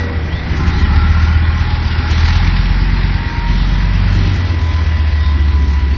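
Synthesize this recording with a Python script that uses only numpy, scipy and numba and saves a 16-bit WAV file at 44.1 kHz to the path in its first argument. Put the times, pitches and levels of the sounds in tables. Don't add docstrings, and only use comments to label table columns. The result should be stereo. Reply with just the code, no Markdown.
import sys
import numpy as np
from scipy import signal
from scipy.fft import rfft, irfft
from scipy.io import wavfile
from scipy.ndimage import uniform_filter1d
from numba import njit

SR = 44100
rng = np.random.default_rng(int(sys.argv[2]) if len(sys.argv) > 2 else 0)


def transcribe(signal):
    frames = np.atleast_2d(signal).T
    limited = np.clip(frames, -1, 1)
    pcm = np.round(limited * 32767).astype(np.int16)
    wavfile.write(sys.argv[1], SR, pcm)


def ratio(d):
    e = np.asarray(d, float) / 20
    return 10 ** e


N = 263277
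TIME = np.arange(N) / SR


def curves(table):
    s, *columns = np.transpose(table)
    return [np.interp(TIME, s, c) for c in columns]


def colour(table, hz):
    f, value = np.transpose(table)
    return np.interp(np.log(hz + 1e-9), np.log(f), value)


def hump(centre_s, width_s):
    return np.exp(-((TIME - centre_s) / width_s) ** 2)


def nearness(fade_s=0.49):
    return np.clip(1 - TIME / fade_s, 0, 1)


def walk(rate):
    k = int(SR / rate)
    held = np.repeat(rng.standard_normal(N // k + 1), k)
    return 1.313 * uniform_filter1d(uniform_filter1d(held, k), k)[:N]


@njit
def svf(x, hz, width):
    y, b, l = np.empty(len(x)), 0., 0.
    for i in range(len(x)):
        g, k = np.tan(np.pi * hz[i] / SR), width / hz[i]
        v = (b + g * (x[i] - l)) / (1 + g * (g + k))
        b, l, y[i] = 2 * v - b, l + 2 * g * v, k * v
    return y


# f/Hz, share of unrelated noise
INCOHERENCE = [(60, .06), (230, 0.053), (450, 0.27), (900, 0.19), (1750, .12), (3400, 0.28), (6700, 0.08)]


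def hush(spectrum, lo_hz, hi_hz):
    hz = np.fft.rfftfreq(N, 1 / SR)
    mid, side = rfft(rng.standard_normal((2, N))) * ratio(colour(spectrum, hz))
    side = side * colour(INCOHERENCE, hz)
    scale = np.sqrt(2 * np.sum(np.abs(mid[(hz >= 250) & (hz < 2500)]) ** 2)) / N
    band = (hz >= lo_hz) & (hz < hi_hz)
    return irfft(np.array([mid + side, mid - side]) * band, N) / scale


def tone(hz, db, wobble_hz):
    return np.sqrt(2) * ratio(db) * np.sin(2 * np.pi * np.cumsum(hz + wobble_hz * walk(25)) / SR)


# t/s, level/dB of the gas roar
EFFORT = [(0, -30.5), (.12, -32), (.4, -30.5), (.78, -26.5), (1.15, -27), (1.4, -28.5), (1.95, -28),
          (2.2, -25.5), (2.45, -26.5), (2.95, -28.5), (3.5, -29), (4.2, -28.5), (4.65, -32), (4.9, -31.5),
          (5.97, -34)]


def effort_db():
    return curves(EFFORT)[0]


def links(per_s=45, low_hz=1200, high_hz=5200, db=-48):
    out, ring = np.zeros(N + SR), np.arange(int(.06 * SR)) / SR
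    for when, pitch, size, damp in rng.random((600, 4))[:int(per_s * N / SR)]:
        hz = low_hz * (high_hz / low_hz) ** pitch
        shape = np.sin(np.pi * ring / ring[-1]) ** .5 * np.exp(-ring / (0.025 + 0.03 * damp))
        level = ratio(db - 6 * pitch - 3.0 * np.log(size))
        out[int(when * N):][:len(ring)] += level * shape * np.sin(2 * np.pi * hz * ring)
    return out[:N] * ratio(effort_db() + 34.5)


# t/s, level/dB
RATTLES = [(0.6753, -21), (0.9574, -23), (1.28, -33), (1.6048, -25.5), (1.7025, -23.5), (1.7494, -22),
           (1.9101, -25.5), (1.9814, -21), (2.1066, -21), (2.1864, -21), (2.2842, -17.5), (2.353, -18),
           (2.4255, -24), (2.4713, -21), (2.5626, -20.5), (2.6534, -23)]


def rattles():
    burst = np.zeros(N)
    for s, db in RATTLES:
        peak_s = s + .004
        slope_s = np.where(TIME < peak_s, .003, .011)
        burst += ratio(db - 6) * np.exp(-np.abs(TIME - peak_s) / slope_s)
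    return burst * hush([(900, -1.5), (2000, 1), (4000, -1), (7000, -13)], 650, 9000)


# t/s, duration/s, start f/Hz, end f/Hz, level/dB
SQUEAKS = [(.29, .12, 2720, 3540, -38), (.52, 0.054, 2960, 2950, -41), (.834, .04, 3370, 2915, -34),
           (.96, 0.019, 3000, 2900, -45), (1.277, 0.025, 3200, 2950, -41), (1.33, .031, 3080, 3050, -35.5),
           (1.424, 0.041, 3367, 3460, -36.5), (1.516, .037, 3450, 2900, -40),
           (1.905, 0.057, 2880, 2800, -33.5), (3.95, 0.049, 2700, 2920, -38), (4.45, .04, 3740, 3640, -41),
           (4.888, .058, 2790, 2880, -38.5), (5.2, 0.13, 3666, 3690, -39), (5.92, .05, 4300, 4550, -40.5)]
# t/s, duration/s, foot f/Hz, top f/Hz, level/dB
ARCHES = [
    (.68, .195, 2750, 4230, -35.5),
    (.703, .14, 3330, 3900, -42),
]


def squeaks():
    out, flutter, grip_db = np.zeros(N), walk(220), 1.5 * walk(90)
    notes = [(s, l, a, (a + b) / 2 + .3 * (b - a), b, db) for s, l, a, b, db in SQUEAKS]
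    notes += [(s, l, foot, top, foot, db) for s, l, foot, top, db in ARCHES]
    for s, length, start_hz, top_hz, end_hz, db in notes:
        i = slice(int(s * SR), min(int((s + length) * SR), N))
        u = np.clip((TIME[i] - s) / length, 0, 1)
        arch = np.abs(np.sin(np.pi * u))
        bend = arch ** .6 * (top_hz - (start_hz + end_hz) / 2)
        hz = start_hz + u * (end_hz - start_hz) + bend + flutter[i] * (25 + .11 * bend)
        wave = np.sqrt(2) * np.sin(2 * np.pi * np.cumsum(hz) / SR)
        out[i] += ratio(db + grip_db[i]) * arch ** .4 * wave
    return out


# f/Hz, level/dB per Hz
RUMBLE = [(28, -24), (50, -9), (90, 6), (170, -2), (250, 0), (350, -3), (470, -13), (600, -15.5),
          (760, -19)]


def tracks():
    behind = np.clip((TIME - 2.4) / 2.5, 0, 1)
    upper_db = -5 + 11 * nearness() ** 0.21 + 3.5 * behind
    shift_db = 2.5 * np.sqrt(nearness())
    shift_db -= 3 * hump(2.85, 0.45)
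    shift_db += 5 * hump(5.7, .35)
    low = hush(RUMBLE, 20, 450) * ratio(shift_db + 1.8 * walk(6))
    upper = hush(RUMBLE, 450, 800) * ratio(upper_db + 4 + 1.5 * walk(9))
    return ratio(effort_db() - 2.5) * (low + upper)


# t/s, f/Hz, level/dB
BLOWER = [(0, 780, -49.5), (.6, 789, -37), (1.4, 816, -39), (2.2, 856, -35), (3.08, 908, -41.5),
          (3.25, 928, -32.5), (3.48, 942, -29), (3.62, 951, -40.5), (4.4, 1006, -43.5), (4.6, 1005, -37.5),
          (5, 1009, -35), (5.45, 1007, -41), (5.7, 993, -37), (5.97, 993, -36.5)]
# t/s, f/Hz, level/dB
GEARS = [(0, 1957, -39), (.4, 1957, -41), (1.1, 1958, -38), (2.5, 1958, -42), (3.4, 1959, -41),
         (4.1, 1960, -42), (4.7, 1973, -40), (5.97, 1970, -41)]
# f/Hz, level/dB
FAN_LINES = [(603, -45.5), (689, -48), (3110, -53.5), (3300, -47)]
# f/Hz, level/dB
NEAR_LINES = [(468, -35), (562, -39.5), (231.6, -33.5), (386, -40), (317, -44.5)]


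def whines():
    blower_db = (2.8 - 2 * hump(3.38, .25)) * walk(12) - 1.5
    out = tone(*curves(BLOWER), wobble_hz=np.where(TIME < 3, 11, 5)) * ratio(blower_db)
    hz, db = curves(GEARS)
    out += tone(hz, db + 2.0 * walk(22), wobble_hz=4.5)
    out += tone(hz - 29, db - 4.5 + 5.4 * walk(15.0), wobble_hz=5)
    behind_db = -9 * np.clip(np.abs(TIME - 4.6) / 1.0, 0, 1) ** 2
    out += sum(tone(f, db + behind_db + 0.83 * walk(6.1), wobble_hz=4) for f, db in FAN_LINES)
    near = sum(tone(f * (1.03 - .15 * TIME), db + 2.5 * walk(20), wobble_hz=9) for f, db in NEAR_LINES)
    return out + nearness(.4) * near


# f/Hz, level/dB per Hz
ROAR = [(700, -15), (800, -3.5), (1000, -3), (1200, -6), (1500, -4), (2000, -3), (2900, -10), (4000, -10.5),
        (5000, -14), (5700, -17.5), (6500, -26.5), (7600, -30.5)]
# f/Hz, bandwidth/Hz, level/dB
HULL = [(852, 49, 2.5), (1053, 33, 7), (1361, 91, 5.5), (1802, 58, -1)]


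def hull_ring():
    air = hush([(100, 0), (9000, 0)], 400, 3000)
    ring = 0
    for f, width, db in HULL:
        hz = f * (1 + 0.019 * walk(1.7))
        mode = np.array([svf(svf(c, hz, 1.2 * width), hz, 1.2 * width) for c in air])
        ring += ratio(db + 2.5 * walk(7.3)) * mode
    return ring


def gas(turns):
    strain = hump(2.3, 0.12)
    louvres_db = -3.5 * nearness(2.2)
    hiss_db = -5.5 - nearness() + louvres_db + 1.5 * strain
    depth = np.clip(.1 + .15 * strain, 0, 1)
    beat = 5 * turns
    puff_sizes = ratio(np.clip(4 * rng.standard_normal((2, N // 200)), -8, 5))
    size = puff_sizes[:, (beat + 2).astype(int)]
    puff = 1 + depth * (size * (1 - np.cos(2 * np.pi * beat)) ** 2 / 1.75 - 1)
    roar = puff[0] * hush(ROAR, 600, 1500) * ratio(1.0 * walk(17))
    roar += puff.mean(axis=0) * hush(ROAR, 1500, 2500) * ratio(0.86 * walk(12))
    edges_hz = [2500, 2900, 3350, 3900, 4500, 5200, 9000]
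    patches = sum(hush(ROAR, lo, hi) * ratio(1.5 * walk(18)) for lo, hi in zip(edges_hz, edges_hz[1:]))
    cylinder_db = 0.68 * np.cos(2 * np.pi * turns)
    hiss = puff[1] * patches * ratio(hiss_db + 5.5 + 0.55 * walk(8.8) + cylinder_db)
    flank = np.clip((TIME - .5) / 0.18, 0, 1) * np.clip((3.1 - TIME) / 2.1, .2, 1)
    return ratio(effort_db()) * (roar + hiss + puff[0] * ratio(3.5) * flank * hull_ring())


# t/s, firing f/Hz
SPEED = [(0, 65.5), (.45, 56.3), (.75, 64.3), (.95, 73.6), (1.15, 77.85), (1.6, 80.9), (2.1, 78.45),
         (2.25, 79.9), (2.45, 86.7), (2.85, 89.8), (3.15, 90.95), (3.32, 84.85), (3.6, 88.2), (4.2, 95.7),
         (4.4, 89.4), (4.65, 80.9), (5.3, 73.3), (5.97, 67.5)]


def crankshaft():
    hz = curves(SPEED)[0]
    return hz, np.cumsum(hz) / SR / 10 - 0.1493


def groups(hz, bank_db):
    pull = hump(0.66, 0.54)
    lumpy_db = -27.5 + 0.02 * (np.maximum(hz, 72) - 77.2) + 8 * pull
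    idle, lug = ratio(-31), ratio(-32) * hump(5.7, .35)
    bark = ratio(bank_db - 9.5) + idle + ratio(-21) * pull + lug
    return lumpy_db, 20 * np.log10(bark)


# t/s, bank beat level/dB, firing level/dB
OUTLETS = [(0, -34, -31.5), (.5, -29.5, -24), (.95, -16, -10), (1.4, -21.5, -10.5), (1.7, -19.5, -18),
           (2.05, -24.5, -16), (2.23, -16, -10.5), (2.45, -12.5, -16), (2.75, -12.5, -21),
           (3.12, -14, -18.5), (3.3, -25, -24), (3.5, -12.5, -27), (4.1, -13.5, -14), (4.25, -14, -14.5),
           (4.45, -31.5, -15), (4.9, -30.5, -13), (5.5, -43.5, -10.5), (5.97, -46, -12.5)]
THROB = [-60, -42, -26.5, -25, -34]
LUMPY = [-8, -0.5, -2.5, -16]
BARK = [-21.5, -2.5, -5, -5.5, -2.5, -16, -8.5, -4.5, -7.5, -5, -16.5, -9.5, -5.5, -8, -12]
NEAR_LUMPY = [-9, -10.5, 2, -2.5]
# f/Hz, level/dB
PIPE = [(60, -9.5), (80, 4.5), (105, -2), (130, -11.5), (150, -1.5), (175, 3.5), (200, -4), (250, -4),
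        (300, -27)]


def exhaust(turns, hz):
    def order(k, db, flutter_db, lag):
        return np.sqrt(2) * ratio(db + flutter_db * walk(5.5)) * np.cos(2 * np.pi * (k * turns - lag))

    def pipe_db(k):
        return colour(PIPE, k * hz / 10)

    bank_db, fire_db = curves(OUTLETS)
    lumpy_db, bark_db = groups(hz, bank_db)
    near = nearness(1)
    out = order(5, bank_db, .3, .15)
    null_s = 3.45
    out += np.tanh((null_s - TIME) / .05) * order(10, fire_db, .3, .25 - .13 * (TIME > null_s))
    out += sum(order(k, db - 17.5 * near, 1.0, 0.22) for k, db in zip((4, 6, 7, 8, 9), THROB))
    for k, db, near_db in zip((11, 12, 13, 14), LUMPY, NEAR_LUMPY):
        out += order(k, db + near_db * np.sqrt(near) + lumpy_db + pipe_db(k), 0.83, 0.11)
    out += order(15, -26.5 + np.minimum(bank_db + 20, 0) * 0.59, 1.5, 0)
    for k, db in zip(range(16, 31), BARK):
        out += order(k, db + bark_db - 9 + pipe_db(k), 2.1, rng.random())
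    return out


def scene():
    hz, turns = crankshaft()
    background = links() + rattles() + squeaks() + tracks() + whines()
    return background + gas(turns) + exhaust(turns, hz)


# f/Hz, level/dB
LEFT_OVER_RIGHT = [(40, -4), (65, -4.5), (100, -9), (170, -4), (290, 2), (490, -4), (830, 2), (1400, 2.5),
                   (2360, 2), (4000, 0), (6750, 8)]


def capsules(dry):
    half_db = colour(LEFT_OVER_RIGHT, np.fft.rfftfreq(N, 1 / SR)) / 2
    gains = ratio(np.array([half_db, -half_db]))
    return np.tanh(0.57 * irfft(rfft(dry) * gains / gains.mean(axis=0), N)) / 0.57


# from f/Hz, to f/Hz, level/dB needed
TOP_BANDS = [(5680, 5950, -60), (5950, 6230, -58), (6230, 6550, -50), (6550, 6900, -49), (6900, 7500, -42),
             (7500, 23000, 0)]
# t/s, duration/s, level/dB
SPARE = [(0, .06, 8), (.2, .62, 10), (.58, .13, 10), (.78, .04, 10), (.87, .1, 7), (1.08, .3, 8),
         (1.5, .35, 3), (2.08, .3, 12), (2.46, .04, 9), (2.89, .1, 7), (3.16, .4, 9), (3.65, 1.9, 8),
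         (4.2, .7, 2), (4.12, .045, 20), (4.33, .04, 10), (4.58, .09, 10), (5.58, .25, 14), (5.83, .14, 8)]


def top_gate(wet):
    hz, s, frames = signal.stft(wet, SR, nperseg=2048, noverlap=1024)
    treble = np.sum(np.abs(frames[0, (hz > 4500) & (hz < 5680)]) ** 2, axis=0)
    treble_db = 10 * np.log10(treble + 1e-12)
    burst_db = treble_db - uniform_filter1d(treble_db, size=25)
    spare_db = sum(db * ((s >= start) & (s < start + length)) for start, length, db in SPARE)
    scatter_db = 4 * uniform_filter1d(rng.standard_normal(len(s)), size=2)
    top_db = -65.5 + 1.2 * burst_db + spare_db + scatter_db
    for lo_hz, hi_hz, need_db in TOP_BANDS:
        is_open = top_db + 1.5 * rng.standard_normal(len(s)) > need_db
        frames[:, (hz > lo_hz) & (hz <= hi_hz)] *= is_open
    return signal.istft(frames, SR, nperseg=2048, noverlap=1024)[1][:, :N]


def low_pass(x):
    return signal.sosfilt(signal.butter(12, 7350, fs=SR, output="sos"), x)


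def record(dry):
    mix = np.clip(top_gate(capsules(dry)), -1, 1)
    return low_pass(mix)


dry = scene()
out = record(dry)
transcribe(out)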